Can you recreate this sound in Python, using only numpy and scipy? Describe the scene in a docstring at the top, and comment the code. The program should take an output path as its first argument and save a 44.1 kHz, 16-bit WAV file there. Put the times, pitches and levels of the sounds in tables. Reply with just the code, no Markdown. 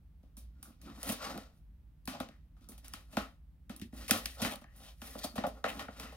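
"""Cutting the tape on a box

A blade is worked through packing tape on a cardboard box, near two microphones in a quiet room.
Tape and blade snap and knock, so the card rings and the hollow box thumps. In between, blade and
hands rub and rasp as fibres catch and let go, and twice the tape slips with a squeak.
A low rumble and a faint hiss lie underneath."""
import sys
import numpy as np
from scipy import signal
from scipy.fft import rfft, irfft, next_fast_len
from scipy.io import wavfile

SR = 44100
rng = np.random.default_rng(int(sys.argv[2]) if len(sys.argv) > 2 else 0)


def pcm_store(signal):
    """Save signal as 16-bit PCM."""
    levels = np.round(np.clip(np.atleast_2d(signal), -1, 1) * 32767)
    wavfile.write(sys.argv[1], SR, levels.astype(np.int16).T)


N = 272004

# Tone of the rumble and hiss: (frequency [Hz], relative level [dB])
BACKGROUND_TONE = [(20, -25), (30, -23.5), (40, -10), (58, 4.5), (87, -14), (125, -18.5), (155, -14.5),
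                   (217, -25.5), (280, -28), (384, -40.5), (1000, -47.5), (3000, -55), (7000, -64.5),
                   (10000, -61), (16000, -58)]
# How much the background differs between left and right: (frequency [Hz], unshared over shared [dB])
BACKGROUND_WIDTH = [(60, -19), (300, -13), (1000, -5), (4000, -1), (12000, -1)]
# Snaps and knocks; cavity, panel and film count from the flap's peak, the aftersound from each part's:
# (time [s], flap peak [dB], cavity [dB], panel [dB], film [dB], aftersound [dB], decay time [s],
# panel pitch [Hz])
SNAPS = [(0.231, -69.5, 16, 6.5, -2, -14, 0.51, 530), (0.369, -55, 5.5, -3.5, 12.5, -11, 0.37, 640),
         (0.628, -47.5, -7, -5.5, 12, -18.5, 0.47, 1310), (0.815, -51.5, -25, -15, 3, -16.5, 0.64, 622),
         (1.03, -36.5, -15, -10, 8, -17, 0.23, 625), (1.091, -28.5, -3.5, -8, 2.5, -15.5, 0.39, 660),
         (1.12, -38.5, 0, -7, 9, -8, 0.16, 1280), (1.376, -39, 1, 0.5, 0.5, -25, 0.49, 680),
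         (2.055, -54.5, -4, -17, 12, -20.5, 0.18, 528), (2.075, -32.5, 0.5, -1, -1, -15, 0.47, 1250),
         (2.201, -34, 3, 5.5, -3, -15.5, 0.25, 770), (2.287, -47, 0.5, -1.5, -8, -24, 0.49, 507),
         (2.566, -69, -16, 5, -3, -11.5, 0.69, 1360), (2.61, -66.5, 13, -5, -2, -13, 0.85, 595),
         (2.688, -54, 11, -0.5, 14.5, -12.5, 0.36, 535), (2.719, -52, 0, -10, 1, -14.5, 0.32, 1300),
         (2.779, -54, -10, -9, 8.5, -13, 0.19, 1140), (2.845, -51, -10, -4, 1.5, -9.5, 0.33, 1430),
         (2.881, -53, -25, -4, 17.5, -23, 0.18, 711), (2.936, -33, -14, -4.5, -2, -19, 0.29, 1420),
         (3.127, -53.5, 6, 1, -1, -7, 0.44, 600), (3.169, -25.5, 1.5, 3.5, -10, -15.5, 0.29, 1130),
         (3.695, -43, 7.5, 0.5, -3, -13.5, 0.36, 844), (3.763, -51.5, -18, -26, 14, -21, 0.31, 740),
         (3.797, -47, -1, -17, 1, -24, 0.32, 452), (3.815, -41.5, 10.5, -35, -3.5, -11, 0.17, 452),
         (3.927, -56.5, 17.5, 7, -13, -13, 0.54, 516), (4.08, -37, -29, -22, 2.5, -9, 0.32, 1450),
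         (4.093, -35.5, -27, 1.5, -3, -10, 0.56, 574), (4.109, -13, -9.5, -10, 1.5, -21, 0.29, 1370),
         (4.257, -23.5, -20.5, -16.5, -3, -22.5, 0.28, 1380), (4.418, -28.5, 2.5, -10, -1, -9, 0.29, 530),
         (4.448, -25, -2.5, -2, -14, -15, 0.34, 1070), (4.557, -40.5, -9, -15, 4.5, -35, 0.12, 953),
         (4.614, -57.5, 6.5, 5.5, -1, -7, 0.15, 779), (4.641, -48.5, -6, -2, -38, -22, 0.94, 1090),
         (4.762, -71, 13.5, -21, 20.5, -12, 0.93, 842), (5.017, -40.5, 0.5, 0, -1, -15.5, 0.66, 900),
         (5.151, -54, 11.5, 14, -9, -8.5, 0.32, 450), (5.241, -43, 5, -0.5, 6, -6, 0.21, 816),
         (5.356, -45, -6, 5, 1, -5.5, 0.29, 600), (5.379, -35, 7, 5.5, -13, -10.5, 0.26, 600),
         (5.437, -38.5, 5.5, 12.5, -16, -10.5, 0.22, 680), (5.467, -39.5, 6, 5, 4.5, -16.5, 0.26, 603),
         (5.641, -27, -8.5, 5.5, -20, -13.5, 0.34, 800), (5.793, -34.5, -26, 0, -14, -10.5, 0.27, 1330),
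         (5.883, -42.5, 1, 8.5, -22, -17, 0.23, 800), (5.998, -36.5, -12, -5, -0.5, -17, 0.35, 1290),
         (6.122, -50.5, -19, 3.5, -7, -12, 1, 595)]
# Stereo width of a snap's aftersound: (flap [ratio], film [ratio], panel [ratio], cavity [ratio])
AFTERSOUND_WIDTH = (.7, .6, .55, .12)
# Modes are the pitches at which a part likes to ring: (pitch [Hz], width [Hz], level [dB])
FLAP_MODES = [(1850, 252, 5.5), (2040, 426, 2), (2600, 510, -1), (3100, 237, 1), (3800, 540, -4),
              (4400, 156, 3), (4690, 1400, -3)]   # blade and flap
FILM_MODES = [(5630, 660, -12.5), (9750, 1330, 4.5), (10680, 2800, 1.5), (14340, 4800, -5),
              (13600, 2500, -27)]   # tape film
PANEL_MODES = [(438, 19, 2.5), (530, 39, 2.5), (600, 34, 4), (680, 45, 2.5), (800, 65, 0.5),
               (1090, 148, -2.5), (1290, 71, 2), (1430, 81, -0.5)]   # card walls
CAVITY_MODES = [(88.7, 12.6, -10), (202.6, 41.2, -1), (258.8, 43.8, 1), (335.4, 75, -10.5)]   # desk and the air in the box
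# Slow strokes of blade and hands:
# (firmest moment [s], build-up [s], let-go [s], panel [dB], cavity [dB], flap [dB], film [dB])
STROKES = [(0.668, 0.16, 0.092, -67, -58.5, -70.5, -81), (0.86, 0.072, .3, -60, -51.5, -59.5, -75),
           (1.0, 0.096, 0.29, -58, -66, -56.5, -58), (1.084, 0.072, 0.1, -36.5, -53, -43.5, -43.5),
           (1.239, 0.077, 0.23, -38.5, -66, -42, -52.5), (1.32, 0.13, 0.17, -58, -48.5, -59, -79),
           (1.58, .12, 0.056, -83, -84, -82, -76), (2.22, 0.1, 0.084, -85, -48.5, -68, -86),
           (2.7, 0.04, 0.17, -61, -68, -76, -90), (2.858, 0.059, .2, -65, -60, -62.5, -65),
           (2.974, 0.16, 0.13, -63.5, -61, -67, -65), (3.112, 0.062, 0.23, -80, -73, -66, -67),
           (3.183, 0.082, 0.13, -50.5, -63, -56, -55), (3.868, 0.079, 0.02, -95, -51.5, -80, -68),
           (3.95, 0.027, 0.26, -63, -58, -63, -58.5), (4.028, 0.1, 0.092, -53.5, -50.5, -49.5, -56),
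           (4.144, 0.054, 0.092, -37.5, -38.5, -40.5, -40), (4.3, 0.31, 0.12, -64, -58.5, -57.5, -56),
           (4.444, 0.084, 0.12, -38.5, -52, -42, -44), (4.851, 0.16, 0.13, -61.5, -63.5, -58, -59.5),
           (5.08, 0.1, 0.33, -58, -86, -55.5, -51.5), (5.248, 0.23, 0.094, -56, -75, -51, -74),
           (5.35, 0.046, 0.33, -58.5, -46, -61, -65), (5.581, 0.077, 0.057, -58, -63, -66.5, -72),
           (5.742, 0.1, 0.14, -58, -47.5, -56, -59.5), (5.856, 0.26, 0.017, -49, -51, -70, -64.5),
           (6.044, 0.19, 0.12, -48, -50.5, -51, -58)]
# Short rasps of the blade tip: (middle [s], half length [s], panel [dB], cavity [dB], flap [dB],
# film [dB], panel pitch [Hz], flap pitch [Hz])
RASPS = [(0.656, 0.031, -58.5, -68, -74, -87, 1310, 1990), (0.573, 0.05, -70, -85, -82, -98, 1300, 2020),
         (0.73, 0.05, -72, -84, -66.5, -86, 1280, 2600), (0.891, 0.069, -45.5, -40.5, -56, -62, 1420, 3130),
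         (1.093, 0.11, -40.5, -37, -46, -41, 603, 2810), (1.253, 0.16, -38, -50, -52, -67, 1090, 2600),
         (1.276, 0.15, -44.5, -40, -62, -59, 680, 3000), (1.355, 0.052, -40, -33, -57, -77, 704, 2600),
         (2.15, 0.073, -40.5, -47.5, -50, -74, 800, 3400), (2.316, 0.21, -71, -64, -68.5, -84, 1280, 1850),
         (2.643, 0.08, -69, -84, -65, -71, 1280, 3800), (4, 0.037, -67, -69, -58.5, -57, 800, 3100),
         (4.412, 0.093, -48, -62, -43.5, -63, 700, 3800), (4.424, 0.055, -38.5, -52, -61, -45, 800, 4400),
         (4.46, 0.017, -61, -49, -61, -44, 1180, 2000), (4.524, 0.064, -40, -42, -41, -43.5, 800, 3100),
         (4.851, 0.23, -61, -83, -55, -71, 800, 3350), (5.192, 0.04, -64, -67, -43.5, -46.5, 1300, 4060),
         (5.244, 0.038, -33, -64, -34.5, -39.5, 716, 4400), (5.301, 0.17, -64, -65, -65, -83, 1300, 4670),
         (5.448, 0.076, -34.5, -67, -55, -72, 740, 1950), (5.672, 0.079, -34.5, -47, -39, -50, 580, 1930),
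         (5.701, 0.064, -62, -50, -35.5, -45, 704, 2780),
         (5.801, 0.089, -52.5, -47.5, -42.5, -48.5, 1170, 3420),
         (6.068, 0.34, -58.5, -56, -53.5, -74, 1190, 2330)]
# Slips of the tape: (start [s], length [s], first pitch [Hz], last pitch [Hz], level [dB])
SQUEAKS = [(4.645, 0.12, 1700, 2000, -62.5), (5.255, 0.074, 4800, 4340, -50)]
# How much louder the left microphone is: (frequency [Hz], left over right [dB])
LEFT_LOUDER = [(60, -1), (200, -1), (380, -2), (700, .7), (1300, 2.5), (2400, 2.8), (4400, 3.5),
               (6000, 2.5), (8000, -2.5), (10000, -3.5), (12500, 1.5), (15500, 2.5)]
# How far the nearer, left microphone is ahead: (frequency [Hz], phase [radians])
LEFT_AHEAD = [(100, .05), (500, .5), (1290, 1.15), (2400, 1.3), (4300, 1.75), (8500, 1.95), (12000, 1.55),
              (16000, 1.5)]
# How long the room's echo takes to fall by 60 dB: (frequency [Hz], time [s])
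ROOM_DECAY = [(200, 0.18), (1000, 0.17), (4000, 0.14), (12000, 0.31)]


def amp(db):
    """Turn decibels into a number to multiply by."""
    return 10 ** (np.asarray(db) / 20)


def rms_one(x):
    """Scale a signal to an average strength (rms) of 1."""
    return x / np.sqrt(np.mean(x ** 2) + 1e-20)


def at_hz(table, hz):
    """Read between a table's rows, with octaves evenly spaced."""
    table_hz, values = np.transpose(table)
    return np.interp(np.log(hz + 1), np.log(table_hz), values)


def ring(x, modes):
    """Let x shake a part of the box: every mode rings, and they add with alternating signs."""
    out = 0
    for k, (hz, width_hz, level_db) in enumerate(modes):
        r = np.exp(-np.pi * width_hz / SR)
        feedback = [1, -2 * r * np.cos(2 * np.pi * hz / SR), r * r]
        ringing = signal.lfilter([1, 0, -1], feedback, x + 1e-18) * (1 - r * r) / 2
        out = out + (-1) ** k * amp(level_db) * ringing
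    return out


def touched(modes, touch_hz, lightness):
    """Touching one spot wakes the modes near its pitch most, the more so for a light touch."""
    return [(hz, width_hz, level_db - lightness * 6.0 * np.log2(hz / touch_hz) ** 2)
            for hz, width_hz, level_db in modes]


def drift(rate_hz):
    """A smooth random wander, about 1 in size."""
    r = np.exp(-2 * np.pi * rate_hz / SR)
    wander = signal.lfilter([1], [1, -2 * r, r * r], rng.standard_normal(N + SR // 10))
    return rms_one(wander[SR // 10:])


def background():
    """The building rumbles and the recorder hisses; left and right are alike in the bass."""
    size = next_fast_len(N)
    hz = np.fft.rfftfreq(size, 1 / SR)
    spectra = rfft(rng.standard_normal((2, size))) * amp(at_hz(BACKGROUND_TONE, hz))
    spectra[1] *= amp(at_hz(BACKGROUND_WIDTH, hz))
    shared, side = irfft(spectra, size)[:, :N]
    return amp(-54.5) * (shared * amp([[-.4], [.4]]) + side * [[1], [-1]]) / np.std(shared)


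def snaps():
    """A tiny burst cracks and sets the box ringing; an aftersound of rustle and echoes follows."""
    card_burst_s, film_burst_s = .0024, .0028
    out, noises = np.zeros((2, N + SR // 3)), rng.standard_normal((len(SNAPS), 3, SR // 3))
    for snap, noise in zip(SNAPS, noises):
        time_s, flap_db, cavity_db, panel_db, film_db, after_db, decay_s, panel_hz = snap
        at, size = round(time_s * SR), int(np.clip(decay_s, .1, .3) * SR)
        t, noise = np.arange(size) / SR, noise[:, :size]
        card_burst = noise[0] * np.exp(-(t / card_burst_s) ** 2)
        film_burst = noise[0] * np.exp(-(t / film_burst_s) ** 2)
        push = np.exp(-((t - .003) / .00087) ** 2)   # the whole wall gives way once, a moment late
        flap_hz = 2920 * 2 ** (.03 * film_db)   # more film in a snap wakes higher flap modes
        parts = [(card_burst, touched(FLAP_MODES, flap_hz, lightness=1.24), 0, decay_s),
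                 (film_burst, FILM_MODES, film_db, .55 * decay_s),   # the film dies away sooner
                 (card_burst, touched(PANEL_MODES, panel_hz, lightness=.94), panel_db, decay_s),
                 (push, CAVITY_MODES, cavity_db, decay_s)]
        for (drive, modes, part_db, fade_s), width in zip(parts, AFTERSOUND_WIDTH):
            crack = ring(drive, modes)
            crack /= np.abs(crack).max()
            shared, side = rms_one(ring(noise[1:], modes))
            rustle = shared + width * side * [[1], [-1]]
            onset, gone = np.minimum(t / .005, 1), t / max(fade_s, .03)
            fade = amp(after_db - 60 * gone - 12.5 * gone ** 3)   # falls faster near its end
            out[:, at:at + size] += amp(flap_db + part_db) * (crack + onset * fade * rustle)
    return out[:, :N]


def grains(per_s, spread_db, clump_db):
    """Fibres catch and let go: random clicks of uneven size that come in clumps."""
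    sizes = amp(spread_db * np.minimum(rng.exponential(1, N), 4)) * rng.choice([-1, 1], N)
    caught = rng.random(N) < per_s / SR
    return sizes * caught * amp(clump_db * drift(rate_hz=26.5))


def stroke_levels():
    """Each part's loudness as the pressure grows to a stroke's firmest moment, then slackens."""
    firmest_s, build_s, let_go_s, *levels_db = np.transpose(STROKES)
    t = np.arange(0, N, 32) / SR
    late_s = t - firmest_s[:, None]
    away = np.where(late_s < 0, -late_s / build_s[:, None], late_s / let_go_s[:, None])
    pressure = amp(-25 * away ** 1.5)   # 25 dB down at both ends of a stroke
    powers = amp(levels_db) ** 2 @ pressure ** 2   # overlapping strokes add their power
    return [np.interp(np.arange(N) / SR, t, np.sqrt(power)) for power in powers]


def rubbing():
    """Blade and hands slide over the card: streams of tiny clicks shake every part of the box."""
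    panel, cavity, flap, film = stroke_levels()
    coarse = grains(per_s=2500, spread_db=3, clump_db=2.5)
    fine = grains(per_s=5000, spread_db=0, clump_db=2)
    low = panel * rms_one(ring(coarse, PANEL_MODES)) + cavity * rms_one(ring(coarse, CAVITY_MODES))
    high = flap * rms_one(ring(fine, FLAP_MODES)) + film * rms_one(ring(fine, FILM_MODES))
    return low + high


def rasps():
    """The blade tip drags: a short swell of coarse clicks wakes fewer modes than a knock does."""
    ring_out_s = .06
    out, catches = np.zeros(N), grains(per_s=1200, spread_db=3.5, clump_db=3.5)
    for middle_s, half_s, panel_db, cavity_db, flap_db, film_db, panel_hz, flap_hz in RASPS:
        at = round((middle_s - half_s) * SR)
        size = min(round((2 * half_s + ring_out_s) * SR), N - at) - 1
        clicks = catches[at:at + size]
        swell = np.exp(-(3.83 * (np.arange(size) / SR / half_s - 1)) ** 2)
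        parts = [(panel_db, touched(PANEL_MODES, panel_hz, lightness=3.5)), (cavity_db, CAVITY_MODES),
                 (flap_db, touched(FLAP_MODES, flap_hz, lightness=5)), (film_db, FILM_MODES)]
        for level_db, modes in parts:
            steady = ring(clicks, modes)
            out[at:at + size] += amp(level_db) * ring(clicks * swell, modes) / np.std(steady)
    return out


def squeaks():
    """Tape slips on card: rough, gliding tones that start at once and fade."""
    out, fade_db = 0, 9
    flutter_db = 3.1 * drift(rate_hz=120)
    wobble = 1 + .015 * drift(rate_hz=149)
    for start_s, length_s, first_hz, last_hz, level_db in SQUEAKS:
        done = np.clip((np.arange(N) / SR - start_s) / length_s, 0, 1)
        gate = np.minimum(20 * np.minimum(done, 1 - done), 1)
        hz = (first_hz + (last_hz - first_hz) * done) * wobble
        tone = np.sin(2 * np.pi * np.cumsum(hz) / SR)
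        out = out + gate * amp(level_db - fade_db * done + flutter_db) * tone
    return out


def microphones(x):
    """Sound straight from the box reaches the two microphones with different tone and timing."""
    size = next_fast_len(N)
    hz = np.fft.rfftfreq(size, 1 / SR)
    left = amp(at_hz(LEFT_LOUDER, hz) / 2)
    right = np.exp(-1j * at_hz(LEFT_AHEAD, hz)) / left
    return irfft(rfft(x, size) * [left, right], size)[:, :N]


def room(x):
    """The walls echo: a tail of noise in which each octave dies away at its own speed."""
    t, tail = np.arange(SR // 2) / SR, 0
    shared, own = rng.standard_normal(len(t)), rng.standard_normal((2, len(t)))
    for hz in 125 * 2 ** np.arange(7):
        alike = min(400 / hz, .98)   # long waves reach both microphones alike
        noise = alike * shared + np.sqrt(1 - alike ** 2) * own
        top_hz = hz * 2 ** .5 if hz < 8000 else .45 * SR
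        band = signal.butter(1, [hz / 2 ** .5, top_hz], "band", fs=SR, output="sos")
        tail = tail + signal.sosfilt(band, noise) * amp(-60 * t / at_hz(ROOM_DECAY, hz))
    tail *= np.clip(t / .0066 - 1, 0, 1)   # the first walls answer after a few ms
    tail /= np.sqrt(np.sum(tail ** 2) / 2)
    return signal.fftconvolve(x[None], tail, axes=1)[:, :N]


def scene():
    """Snaps and sliding sounds over the background; the sliding also echoes in the room."""
    sliding = rubbing() + rasps() + squeaks()
    direct = microphones(snaps() + amp(-4) * sliding)
    return direct + amp(-13) * room(sliding) + background()


def record(dry):
    """A steep filter cuts off the highest treble."""
    cutoff_hz = 15850
    return signal.sosfilt(signal.ellip(10, .5, 60, cutoff_hz, fs=SR, output="sos"), dry)


dry = scene()
out = record(dry)
pcm_store(out)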